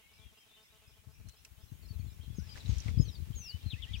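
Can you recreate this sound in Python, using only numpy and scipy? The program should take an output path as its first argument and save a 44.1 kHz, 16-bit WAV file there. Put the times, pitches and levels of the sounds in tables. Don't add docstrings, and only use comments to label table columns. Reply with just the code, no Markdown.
import sys
import numpy as np
from scipy import signal
from scipy.fft import rfft, irfft
from scipy.io import wavfile
from scipy.ndimage import uniform_filter1d

SR = 44100
rng = np.random.default_rng(int(sys.argv[2]) if len(sys.argv) > 2 else 0)


def file_out(sig):
    cols = np.atleast_2d(sig).T
    lim = np.clip(cols, -1, 1)
    pcm = np.round(lim * 32767).astype(np.int16)
    wavfile.write(sys.argv[1], SR, pcm)


N = 176400
TIME = np.arange(N) / SR
ECHO_T60_S = 0.35


def amp(db):
    return 10 ** (np.asarray(db) / 20)


def unit(x):
    return x / np.sqrt(np.mean(x ** 2) + 1e-20)


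def pan(left_db):
    return amp([[left_db / 2], [-left_db / 2]])


def level(points):
    return amp(np.interp(TIME, *np.transpose(points)))


def shape(points, hz):
    corner_hz, db = np.transpose(points)
    return amp(np.interp(np.log(hz + 1), np.log(corner_hz), db))


def colour(x, points):
    return unit(irfft(rfft(x) * shape(points, np.fft.rfftfreq(N, 1 / SR)), N))


def wander(rate_hz):
    lowpass = np.exp(-(np.fft.rfftfreq(N, 1 / SR) / rate_hz) ** 2)
    return unit(irfft(rfft(rng.standard_normal(N)) * lowpass, N))


def add(mix, start_s, sound):
    part = mix[..., max(round(start_s * SR), 0):][..., :sound.shape[-1]]
    part += sound[..., :part.shape[-1]]


def echo(x, t60_s):
    t = np.arange(SR // 2) / SR
    tail = rng.standard_normal((2, len(t))) * amp(-60 * t / t60_s)
    return signal.fftconvolve(x[None], tail / np.linalg.norm(tail[0]), axes=1)[:, :N]


def open_air():
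    hiss_spectrum = [(20, -35), (60, 0), (200, -7.5), (430, -13.5), (1000, -12.5), (1500, -12.5),
                     (3000, -13), (4600, -16), (7000, -15), (9000, -16.5), (12000, -17), (15500, -18)]
    hiss_level = [(0, -67), (1.1, -68), (1.9, -66), (2.6, -64.5), (3.45, -64.5), (4, -68.5)]  # time_s, level_db
    noise = rng.standard_normal((2, N))
    return colour(noise + 0.033 * noise[::-1], hiss_spectrum) * level(hiss_level)


def distant_chorus():
    haze_spectrum = [(1200, -24.5), (2000, -7), (2600, 0.5), (3300, -4.5), (3950, -3), (4500, -49),
                     (8000, -23)]
    haze_level = [(0, -70.5), (.85, -69), (1.1, -81.5), (1.8, -73.5), (2.5, -71), (3.3, -72), (3.8, -62.5)]  # time_s, level_db
    hz, _, bins = signal.stft(rng.standard_normal((2, N)), SR, nperseg=512)
    patches = uniform_filter1d(rng.standard_normal(bins.shape[1:]), size=3, axis=0)
    patch_db = 5 * unit(uniform_filter1d(patches, size=7, axis=1))
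    _, haze = signal.istft(bins * shape(haze_spectrum, hz)[:, None] * amp(patch_db), SR, nperseg=512)
    return level(haze_level) * unit(haze[:, :N])


def bird_note(length_s, pitches_hz, db, swell_db=0, dip_db=0, buzz=0, edge=0.17):
    buzz_hz, buzz_depth = 208.5, 0.65
    t = np.arange(0, length_s, 1 / SR)
    progress = t / length_s
    drift, flutter = wander(rate_hz=75)[:2 * len(t)].reshape(2, -1)
    shake = buzz * (1 - progress ** 2) * np.sin(2 * np.pi * buzz_hz * t)
    glide = np.polyfit(np.linspace(0, 1, len(pitches_hz)), pitches_hz, len(pitches_hz) - 1)
    hz = np.polyval(glide, progress) * (1 + 0.0054 * drift) + 420 * shake
    envelope = np.sin(np.pi / 2 * np.clip(np.minimum(progress, 1 - progress) / edge, 0, 1)) ** 2
    contour_db = swell_db * progress - dip_db * np.sin(np.pi * progress) ** 2 + 1.8 * flutter
    envelope *= amp(contour_db) * (1 - buzz_depth * shake)
    return amp(db) * unit(envelope * np.sin(2 * np.pi * np.cumsum(hz) / SR))


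def nearer_birds():
    # start_s, length_s, start_hz, middle_hz, end_hz, level_db, dip_db, swell_db
    slur_notes = [(2.346, .17, 6940, 5630, 4880, -69, 9, -4), (2.665, .135, 6980, 6100, 5100, -67, 0, -9),
                  (2.992, .2, 7020, 5670, 4050, -63.5, 9, 2), (3.341, .192, 6850, 5874, 3940, -53, 5.5, 10)]
    # start_s, length_s, start_hz, middle_hz, end_hz, level_db
    whistle_notes = [(-.03, 0.28, 2134, 2260, 2440, -76), (0.187, 0.13, 3470, 3350, 3070, -73),
                     (0.363, 0.094, 3200, 3180, 3050, -73.5), (0.477, 0.16, 3620, 3560, 3700, -73.5),
                     (1.682, 0.18, 6220, 6730, 7380, -84.5), (1.93, 0.23, 5680, 6940, 7350, -82),
                     (2.387, 0.08, 1390, 1586, 1840, -76), (2.488, 0.057, 4820, 4964, 4800, -59),
                     (2.909, 0.13, 3540, 3280, 3110, -73), (2.982, .053, 4890, 5150, 5050, -57),
                     (3.411, 0.11, 2750, 2736, 2910, -63), (3.485, 0.092, 2790, 2948, 3040, -61),
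                     (3.652, 0.0565, 4290, 4140, 4100, -63.5), (3.754, 0.055, 1643, 1990, 2080, -69),
                     (3.862, 0.061, 1720, 1990, 1980, -68.5), (3.933, 0.068, 4600, 5020, 6900, -68)]
    # start_s, length_s, top_hz, fall_hz, level_db
    twitter_notes = [(1.269, 0.051, 4220, 199, -74), (1.317, 0.034, 4410, 600, -74),
                     (1.676, .03, 4150, 150, -77), (1.824, 0.044, 4400, 200, -71.5),
                     (1.881, 0.045, 4504, 50, -68.5), (1.929, .032, 4240, 400, -74),
                     (1.992, 0.026, 4430, 200, -71.5), (2.064, 0.047, 4230, 400, -75),
                     (2.287, 0.079, 3414, 50, -75), (2.385, .021, 5580, 910, -66),
                     (2.601, 0.022, 4080, 650, -61.5), (2.659, 0.01, 4050, 545, -56.5),
                     (3.048, .05, 4500, 774, -66), (3.083, 0.023, 4055, 510, -59.5),
                     (3.152, 0.009, 3850, 550, -60.5)]
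    # start_s, length_s, five times pitch_hz, level_db, swell_db
    chirp_notes = [(3.7, 0.05, 4180, 3780, 3400, 2770, 2760, -50.5, -0.5),
                   (3.82, 0.038, 3630, 3437, 3184, 2860, 2800, -49, -4),
                   (3.931, .041, 3500, 3460, 3043, 2536, 2670, -48, -12)]
    slurs, whistles, chirps, blurred = np.zeros((4, N))
    for start, length, *pitches, db, dip, swell in slur_notes:
        add(slurs, start, bird_note(length, pitches, db, swell_db=swell, dip_db=dip, edge=0.2))
    for start, length, *pitches, db in whistle_notes:
        add(whistles, start, bird_note(length, pitches, db))
    for start, length, top, fall, db in twitter_notes:
        twitter = bird_note(length, (top, top - 0.318 * fall, top - fall), db)
        blur = np.interp(db, [-89.5, -71], [1, 0])
        add(whistles, start, np.sqrt(1 - blur) * twitter)
        add(blurred, start, np.sqrt(blur) * twitter)
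    for start, length, *pitches, db, swell in chirp_notes:
        add(chirps, start, bird_note(length, pitches, db, swell_db=swell, buzz=0.55))
    direct = slurs * pan(9.5) + whistles * pan(13.5) + chirps * pan(10.5)
    song = slurs + whistles + chirps
    diffuse_twitters = echo(blurred, t60_s=0.48)
    early_scatter = amp(-6.5) * echo(song, t60_s=0.08)
    return direct + diffuse_twitters + early_scatter + amp(-13.5) * echo(song, ECHO_T60_S)


def farthest_birds():
    count, range_hz, glide_share = 70, (2353, 4244), 0.104
    notes = np.zeros(N)
    for when, height, slope, size in rng.random((count, 4)):
        glide = 1 + glide_share * (2 * slope - 1) * np.array([1, 0, -1])
        pitches = np.interp(height, [0, 1], range_hz) * glide
        add(notes, when * N / SR, bird_note(0.0218 + 0.0293 * size, pitches, db=-90.5))
    return notes + amp(15) * echo(notes, ECHO_T60_S)


def radio_interference():
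    tick_spectrum = [(100, -5), (220, -4), (430, 2), (900, -2.5), (1400, -5.5), (2500, -15), (5000, -11),
                     (16000, -25)]
    sizzle_spectrum = [(10700, -23), (11050, -3.5), (11900, -12.5), (12250, -14), (12900, -8), (13450, -17),
                       (13950, -7), (14700, -10), (15050, -4), (15350, -15), (15700, -2)]
    sizzle_level = [(0, -80), (1.2, -71), (1.9, -63), (2.4, -69.5), (2.9, -71.5), (3.45, -60.5), (4, -76)]  # time_s, level_db
    tick_hz, ticks_per_burst, bursts = 216.67, 4, N * 60 // SR
    rests = 2.9 * rng.choice([0, 1, 1, 2], bursts) * rng.uniform(0.5, 1, bursts)
    ticks, slot = np.zeros(N), 0
    for rest in rests:
        for k in range(ticks_per_burst):
            add(ticks, (slot + k) / tick_hz, np.ones(1))
        slot += round(ticks_per_burst * (1 + rest))
    sizzle = colour(rng.standard_normal((2, N)), sizzle_spectrum) * level(sizzle_level) * pan(6)
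    return amp(-76) * colour(ticks, tick_spectrum) * pan(5) + sizzle


def pipping_bird(first_s, period_s, count, pitches_hz, length_s, db, swell_db, echo_db):
    pips = np.zeros(N)
    for k in range(count):
        add(pips, first_s + k * period_s, bird_note(length_s, pitches_hz, db, swell_db, dip_db=15.5))
    return pips + amp(echo_db) * echo(pips, t60_s=0.34)


def wind_on_microphone():
    buffets = [(1.075, -38.5, 112), (1.257, -39.5, 124), (1.275, -36, 86.5), (1.723, -32.5, 136),
               (1.911, -30, 111), (1.965, -29, 78), (2.0, -26, 102), (2.032, -30.5, 77.4),
               (2.069, -35, 116), (2.202, -33.5, 83), (2.282, -34.5, 121), (2.306, -30, 118),
               (2.387, -24.5, 187), (2.399, -26, 89), (2.474, -37, 100), (2.654, -31.5, 114),
               (2.696, -17, 109), (2.725, -24, 75), (2.774, -22.5, 66), (2.863, -22.5, 102),
               (2.891, -23, 88), (2.915, -25.5, 100), (2.978, -17, 113), (3.001, -11.5, 143),
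               (3.071, -27.5, 91), (3.101, -33.5, 97), (3.188, -29.5, 82.4), (3.227, -27, 97),
               (3.308, -28, 140), (3.35, -31.5, 66.4), (3.407, -38.5, 102), (3.549, -26.5, 86.5),
               (3.665, -22.5, 105), (3.737, -26, 130), (3.839, -33.5, 75.4), (3.914, -28.5, 89),
               (3.946, -25.5, 88), (3.977, -29.5, 63)]
    rumble_spectrum = [(20, -54), (38, -19), (55, 5.5), (100, -1), (150, -9.5), (250, -20), (400, -30),
                       (600, -38.5), (2000, -106)]
    rumble_level = [(0, -74.5), (.27, -56), (.38, -84), (.85, -67), (1.25, -48.5), (1.36, -63.5),
                    (1.98, -45), (2.52, -50), (2.72, -35.5), (2.83, -48), (3.0, -26.5), (3.14, -44.5),
                    (3.41, -43.5), (3.49, -59), (3.63, -44.5), (3.75, -48), (4, -45.5)]
    port_hz, settle_s, rise_cycles, fall_cycles = 70, 0.01, 0.55, 0.85
    puffs, lead = np.zeros(N), SR // 32
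    t = np.arange(-lead, SR // 10) / SR
    for crest, db, hz in buffets:
        cycles = np.cumsum(port_hz + (hz - port_hz) * np.exp(-np.maximum(t, 0) / settle_s)) / SR
        cycles -= cycles[lead]
        rise = (cycles / rise_cycles) ** 2
        fall = (np.hypot(cycles, 0.5) - 0.5) / fall_cycles
        envelope = np.exp(-np.where(t < 0, rise, fall))
        phase = 2 * np.pi * cycles
        skew = 0.36 * envelope ** 2 * np.cos(phase)
        add(puffs, crest - lead / SR, amp(db) * envelope * np.cos(phase + skew))
    rumble = colour(rng.standard_normal((2, N)), rumble_spectrum) * level(rumble_level)
    rumble *= amp(4 * wander(rate_hz=41) - 0.5)
    return puffs * amp([[0], [-40.5]]) + rumble * amp([[0], [-15.5]])


def straw_snaps():
    breaks = [(1.286, -51, 5800, -8, -56), (1.294, -61, 4000, 4, -54), (1.449, -62, 5670, -12, -53.5),
              (1.451, -54, 2730, 10, -54), (2.556, -43, 1720, 0, -57), (2.573, -46, 2080, 2, -57),
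              (2.783, -43.5, 5950, -8.5, -55), (2.802, -42, 5660, -8, -65), (2.882, -40.5, 2110, 4, -69)]
    decay_s, crack_band_hz = 0.0044, (1900, 9200)
    crack_filter = signal.butter(2, crack_band_hz, "band", fs=SR)
    t = np.arange(SR // 16) / SR
    snaps = np.zeros((2, N))
    for start, ring_db, hz, left_db, crack_db in breaks:
        noise = rng.standard_normal((2, len(t)))
        stalk = signal.iirpeak(hz, Q=5.5, fs=SR)
        ring = unit(signal.lfilter(*stalk, signal.lfilter(*stalk, noise + 0.11 * noise[::-1])))
        crack = unit(signal.lfilter(*crack_filter, noise))
        snap = (amp(ring_db) * ring + amp(crack_db) * crack) * np.exp(-t / decay_s)
        add(snaps, start, snap * pan(left_db))
    return snaps


def straw_rustle():
    rustle_spectrum = [(150, 8), (500, -4), (1000, -4.5), (1500, -8), (2200, -1), (3800, -0.5), (5200, -2),
                       (6500, -6), (7600, -9.5), (10000, -20), (16000, -31)]
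    rustle_level = [(2.1, -100), (2.3, -73), (2.53, -60), (2.575, -54), (2.64, -60), (2.71, -51.5),
                    (2.77, -56), (2.82, -54), (2.89, -53), (2.94, -62.5), (3.25, -67.5), (3.35, -66),
                    (3.6, -64.5), (4, -61.5)]
    crunches = [(2.578, 0.013, -55), (2.884, 0.021, -54.5)]  # middle_s, half_length_s, level_db
    crunch_spectrum = [(150, -4), (500, 0.5), (2000, -7), (3500, -27)]  # frequency_hz, gain_db
    grains_per_s, spread_db = 3600, 2
    grains = rng.standard_normal((2, N)) * (rng.random((2, N)) < grains_per_s / SR)
    grains *= amp(spread_db * np.minimum(rng.exponential(1, (2, N)), 4))
    rustle = colour(grains, rustle_spectrum) * level(rustle_level) * pan(0.5)
    crunch = colour(grains[:, ::-1], crunch_spectrum)
    for middle, half_length, db in crunches:
        rustle += amp(db) * np.exp(-((TIME - middle) / half_length) ** 2) * crunch
    return rustle


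def scene():
    high_pips = pipping_bird(first_s=0.134, period_s=0.2455, count=10, pitches_hz=(5000, 5350, 5950),
                             length_s=0.028, db=-83, swell_db=-3, echo_db=13.5)
    low_pips = pipping_bird(first_s=2.211, period_s=0.2795, count=7, pitches_hz=(3175, 3390, 4480),
                            length_s=0.025, db=-68.5, swell_db=-9, echo_db=7.5)
    birds = nearer_birds() + high_pips + low_pips + farthest_birds()
    return birds + wind_on_microphone() + straw_rustle() + straw_snaps() + open_air() + distant_chorus()


def record(dry):
    lowpass = signal.firwin(511, cutoff=15850, window=("kaiser", 9), fs=SR)
    return signal.oaconvolve(dry + radio_interference(), lowpass[None], "same")


dry = scene()
out = record(dry)
file_out(out)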